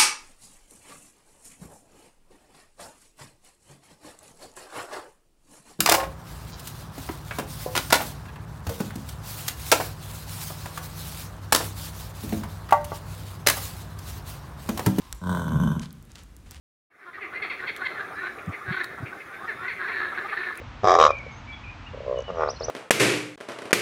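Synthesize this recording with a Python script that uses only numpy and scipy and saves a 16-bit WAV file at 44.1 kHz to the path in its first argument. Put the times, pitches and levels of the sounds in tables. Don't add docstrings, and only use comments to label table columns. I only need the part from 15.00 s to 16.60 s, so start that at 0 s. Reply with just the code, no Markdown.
import sys
import numpy as np
from scipy import signal
from scipy.fft import rfft, irfft, next_fast_len
from scipy.io import wavfile
from scipy.ndimage import uniform_filter1d

SR = 44100
rng = np.random.default_rng(int(sys.argv[2]) if len(sys.argv) > 2 else 0)


def store_wav(level_fs):
    pcm = np.round(np.clip(np.atleast_2d(level_fs), -1, 1) * 32767)
    wavfile.write(sys.argv[1], SR, pcm.T.astype(np.int16))


N = 70560

# time in seconds, rate in Hz.
PULSE_RATE_HZ = [(.216, 90.5), (.3, 89.9), (.42, 85.7), (.48, 74.7), (.545, 81.7), (.58, 62.9), (.62, 90.7),
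                 (.655, 77.6), (.69, 65.9), (.725, 83.1), (.775, 82.8), (.83, 46.8)]
# time in seconds, rate in Hz.
FLUTTER_RATE_HZ = [(.22, 34), (.31, 36), (.385, 44), (.43, 38), (.5, 24), (.58, 24), (.63, 29), (.72, 22)]
# time in seconds, deep throb in dB, nasal rattle in dB.
EFFORT_DB = [(0.215, -37.5, -47), (0.241, -32, -44.5), (0.278, -28.5, -39), (0.298, -25.5, -35.5),
             (0.409, -29.5, -37.5), (.45, -30.5, -41.5), (0.484, -28, -41.5), (.51, -25, -39),
             (.56, -20, -39), (.588, -25.5, -44), (0.607, -22.5, -36), (0.643, -19, -39.5),
             (.69, -26.5, -40), (0.718, -27, -42.5), (0.783, -28.5, -50), (.83, -62, -59)]
# frequency in Hz, relative level in dB.
THROB_SPECTRUM_DB = [(30, -25), (60, -10), (88, -5), (125, -1), (150, -.5), (180, -.5), (215, -2),
                     (250, -9), (300, -22), (420, -34), (800, -60), (2000, -90)]
# centre in Hz, width in Hz, relative level in dB.
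NOSE_MODES = [(972, 178, 3.5), (1127, 207, -1.5), (1356, 280, -15), (1527, 140, 3), (1603, 55, -4.5)]
THROAT_MODES = [(377, 260, -1), (464, 130, 4), (619, 110, -1)]
# time in seconds, growl's share of the throb's power from 0 to 1.
ROUGHNESS = [(.22, .02), (.37, .07), (.48, .36), (.6, .27), (.8, .28)]
# frequency in Hz, relative level in dB.
GROWL_SPECTRUM_DB = [(50, -25), (90, -8), (130, 0), (165, -5), (200, 1), (245, -7), (300, -20), (700, -45),
                     (2000, -90)]
# frequency in Hz, relative level in dB before and after the nostrils relax.
PUFF_SPECTRA_DB = [(302, 3, 6.5), (1890, -5, -4.5), (2814, -20, -10), (3073, 3.5, 9.5), (3350, -1, 0.5),
                   (3270, -0.5, 8.5), (3940, 1, -6), (4280, -12, -28), (4430, -7.5, -3.5), (4900, -15, -39),
                   (5280, -12, -6.5), (5930, -6.5, -11), (5990, -6.5, 3), (6850, -12.5, -9.5),
                   (9000, -3, -5.5), (10200, -22, -11), (12100, -9.5, -3.5), (15700, -14.5, -20)]
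RELAX_SPAN_S = [0.3, .54]
# frequency in Hz, relative level in dB.
RUSH_SPECTRUM_DB = [(500, -16), (800, -6), (1050, 5.5), (1250, -6), (1500, -11), (1900, -14), (3500, -13.5),
                    (8000, -21.5)]
# start in seconds, level in dB, pitch in Hz.
HOOF_THUDS = [(0.132, -32.5, 55.5), (.575, -32, 54), (0.808, -36, 56), (1.19, -50.5, 52.4),
              (1.461, -40, 48), (1.565, -38.5, 70)]
# start in seconds, nominal length in seconds, level in dB.
HOOF_SCUFFS = [(-.06, 0.18, -57), (0.811, 0.036, -45.5), (1.091, 0.047, -60), (1.149, 0.032, -53.5),
               (1.178, 0.047, -54), (1.456, 0.041, -57), (1.502, 0.053, -53.5), (1.55, 0.029, -56.5)]
# frequency in Hz, relative level in dB.
SAND_SPECTRUM_DB = [(200, -3.5), (600, 8), (1500, 7.5), (3500, 3), (6000, 0.5), (10000, -3.5), (15500, -28)]
# start in seconds, relative energy in dB, brightest frequency in Hz.
GRIT_TICKS = [(0.1268, -11, 5450), (0.127, -21.5, 1200), (0.13, -27, 5050), (0.492, -28, 3480),
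              (0.7956, -20, 3970), (0.8275, -39, 3380), (0.8334, -25.5, 3400), (0.833, -28, 1320),
              (.837, -30, 3420), (.846, -33, 3000), (0.858, -25.5, 2770), (.907, -31.5, 4060),
              (.9288, -28.5, 11800), (1.0261, -35.5, 9600), (1.0527, -39, 9900), (1.118, -31, 6700),
              (1.1526, -45, 3970), (1.156, -23.5, 3200), (1.191, -32, 3300), (1.2352, -34, 9800),
              (1.3662, -30.5, 8300), (1.5103, -22, 7000), (1.517, -28.5, 7900), (1.546, -28, 3070)]
# frequency in Hz, T60 in seconds.
HALL_T60_S = [(80, 1), (200, 0.78), (1000, 0.64), (4000, 1), (12000, 0.1)]
# frequency in Hz, relative level in dB.
RUMBLE_SPECTRUM_DB = [(20, -31), (45, 4), (80, 1), (150, -7.5), (300, -13.5), (600, -26), (1200, -25),
                      (2500, -31), (5000, -36.5), (9000, -36.5), (15500, -46)]


def nicker(throat_db=-4, throb_flutter=.12, throat_flutter=.4, throb_scatter_db=1, rattle_scatter_db=1.3):
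    times_s, swell_db = throat_pulses()
    throb_scatter, nose_scatter, throat_scatter = rng.standard_normal((len(times_s), 3)).T
    effort_s, *efforts_db = np.transpose(EFFORT_DB)
    throb_db, rattle_db = (np.interp(times_s, effort_s, db) for db in efforts_db)
    throb_sizes = amp(throb_db + throb_flutter * swell_db + throb_scatter_db * throb_scatter)
    throat_sizes = amp(rattle_db + throat_flutter * swell_db + rattle_scatter_db * throat_scatter)
    nose_sizes = amp(rattle_db + swell_db + rattle_scatter_db * nose_scatter)
    throat = amp(throat_db) * ring(times_s, throat_sizes, airway(THROAT_MODES))
    nose = ring(times_s, nose_sizes, airway(NOSE_MODES))
    return hoarse(throb(times_s, throb_sizes)) + throat + nose + puffs(times_s, nose_sizes)


def throat_pulses(start_s=.2152, end_s=.835, jitter_s=.00025, crest_s=.2655, flutter_db=4.5):
    t = np.arange(start_s, end_s, 1 / SR)
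    pulse_cycles = np.cumsum(np.interp(t, *np.transpose(PULSE_RATE_HZ))) / SR
    flutter_cycles = np.cumsum(np.interp(t, *np.transpose(FLUTTER_RATE_HZ))) / SR
    times_s = np.interp(np.arange(int(pulse_cycles[-1]) + 1), pulse_cycles, t)
    turns = np.interp(times_s, t, flutter_cycles) - np.interp(crest_s, t, flutter_cycles)
    swell_db = flutter_db * np.cos(2 * np.pi * turns)
    return times_s + jitter_s * rng.standard_normal(len(times_s)), swell_db


def airway(modes, top_hz=1650):
    def response(f):
        peaks = sum((-1) ** i * amp(db) * resonance(f, hz, width_hz)
                    for i, (hz, width_hz, db) in enumerate(modes))
        return peaks * causal(1 / np.sqrt(1 + (f / top_hz) ** 16))
    return response


def throb(times_s, sizes, lag_s=.0062, centre_s=.05):
    def response(f):
        return amp(along(THROB_SPECTRUM_DB, f)) * np.exp(-2j * np.pi * f * centre_s)
    return ring(times_s + lag_s - centre_s, sizes, response)


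def hoarse(tone):
    share = np.interp(since(0), *np.transpose(ROUGHNESS))
    tone_rms = np.sqrt(np.abs(uniform_filter1d(tone ** 2, size=700)))
    growl = noise(GROWL_SPECTRUM_DB)
    growl /= np.sqrt(np.abs(uniform_filter1d(growl ** 2, size=1800)) + 1e-9)
    return np.sqrt(1 - share) * tone + np.sqrt(share) * tone_rms * growl


def puffs(times_s, sizes, gain_db=-12.5, puff_s=.0065, linger=.35, linger_s=.046):
    def outflow(f):
        return 1 / (1 + 2j * np.pi * f * puff_s) + linger / (1 + 2j * np.pi * f * linger_s)
    jet = ring(times_s, sizes, outflow) * rng.standard_normal(N)
    spectra = np.array(PUFF_SPECTRA_DB)
    early = filtered(jet, lambda f: causal(unit(amp(along(spectra[:, [0, 1]], f)))))
    late = filtered(jet, lambda f: causal(unit(amp(along(spectra[:, [0, 2]], f)))))
    relaxed = np.interp(since(0), RELAX_SPAN_S, [0, 1])
    return amp(gain_db) * ((1 - relaxed) * early + relaxed * late)


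def nose_rush(level_db=-54, hold_s=.13, fade_s=.086):
    return amp(level_db) * np.exp(-since(hold_s) / fade_s) * noise(RUSH_SPECTRUM_DB)


def thuds(rise_s=.0028, t60_s=.27):
    out = np.zeros(N)
    for start_s, db, hz in HOOF_THUDS:
        t = since(start_s)
        envelope = amp(db - 60 * t / t60_s) * (1 - np.exp(-t / rise_s))
        out -= envelope * np.sin(2 * np.pi * hz * t)
    return out


def scuffs(clump_db=4, rise_share=.36, grains_per_s=260, crunch_db=-6.5):
    swell = np.zeros(N)
    for start_s, length_s, db in HOOF_SCUFFS:
        age = since(start_s) / (length_s * rise_share)
        swell += amp(db) * age * np.exp(1 - age)
    clumps = amp(clump_db * unit(uniform_filter1d(rng.standard_normal(N), size=24)))
    grains = (rng.random(N) < grains_per_s / SR) * rng.standard_normal(N)

    def grain_response(f):
        return causal(amp(along(SAND_SPECTRUM_DB, f))) * resonance(f, hz=3470, width_hz=2400)
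    crunch = unit(filtered(grains, grain_response))
    hiss = unit(clumps * noise(SAND_SPECTRUM_DB))
    return swell * (hiss + amp(crunch_db) * crunch)


def ticks(gain_db=2.5, crack_t60_s=.0016, crumble_db=-21, crumble_t60_s=.02):
    out = np.zeros(N)
    for start_s, db, hz in GRIT_TICKS:
        t = since(start_s)
        envelope = amp(-60 * t / crack_t60_s) + amp(crumble_db - 60 * t / crumble_t60_s)
        burst = rng.standard_normal(N) * (t > 0) * envelope
        tick = filtered(burst, lambda f: resonance(f, hz, width_hz=hz) ** 2)
        out += amp(db + gain_db) * tick / np.linalg.norm(tick)
    return out


def walls(x, first_s=.004, last_s=.049, count=30, low_cut_hz=300):
    delays_s = rng.uniform(first_s, last_s, count)
    signs = (-1) ** np.arange(count)
    echoes = np.bincount(np.round(delays_s * SR).astype(int), signs) / np.sqrt(count)
    return filtered(signal.fftconvolve(x, echoes)[:N], lambda f: 1j * f / (low_cut_hz + 1j * f))


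def hall(x, predelay_s=.02):
    hz, t, spectra = signal.stft(rng.standard_normal(SR), SR, nperseg=256)
    t60_s = along(HALL_T60_S, hz)[:, None]
    _, tail = signal.istft(spectra * amp(-60 * t / t60_s) / np.sqrt(t60_s), SR, nperseg=256)
    delayed = np.pad(x, (round(predelay_s * SR), 0))
    return signal.fftconvolve(delayed, tail / np.linalg.norm(tail))[:N]


def rumble(level_db=-49.5):
    return amp(level_db) * noise(RUMBLE_SPECTRUM_DB)


def ring(times_s, sizes, response):
    impulse = filtered(signal.unit_impulse(N), response)
    impulse *= np.sqrt(SR * np.mean(np.diff(times_s))) / np.linalg.norm(impulse)
    pulses = np.bincount(np.round(times_s * SR).astype(int), sizes, N)
    return signal.fftconvolve(pulses, impulse)[:N]


def resonance(f, hz, width_hz):
    return 1j * f * width_hz / (hz * hz - f * f + 1j * f * width_hz)


def causal(gain):
    cepstrum = irfft(np.log(np.maximum(gain, 1e-6)))
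    half = len(cepstrum) // 2
    return np.exp(rfft(np.concatenate([cepstrum[:1], 2 * cepstrum[1:half], np.zeros(half)])))


def filtered(x, response):
    size = 2 * next_fast_len(N)
    return irfft(rfft(x, size) * response(np.fft.rfftfreq(size, 1 / SR)), size)[:N]


def noise(spectrum_db):
    return unit(filtered(rng.standard_normal(N), lambda f: amp(along(spectrum_db, f))))


def along(points, hz):
    points_hz, values = np.transpose(points)
    return np.interp(np.log(hz + 1), np.log(points_hz + 1), values)


def since(start_s):
    return np.maximum(np.arange(N) / SR - start_s, 0)


def amp(db):
    return 10 ** (np.asarray(db) / 20)


def unit(x):
    return x / np.sqrt(np.mean(x ** 2) + 1e-20)


def scene(call_hall_db=-11, grit_hall_db=-14, walls_db=-7):
    call = nicker()
    grit = scuffs() + ticks()
    tail = hall(amp(call_hall_db) * call + amp(grit_hall_db) * grit)
    echoes = amp(walls_db) * walls(call)
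    return (call + nose_rush() + grit + thuds() + echoes + tail + rumble())[None]


def record(dry):
    return np.array([filtered(dry[0], lambda f: f < 16000)])


dry = scene()
out = record(dry)
store_wav(out)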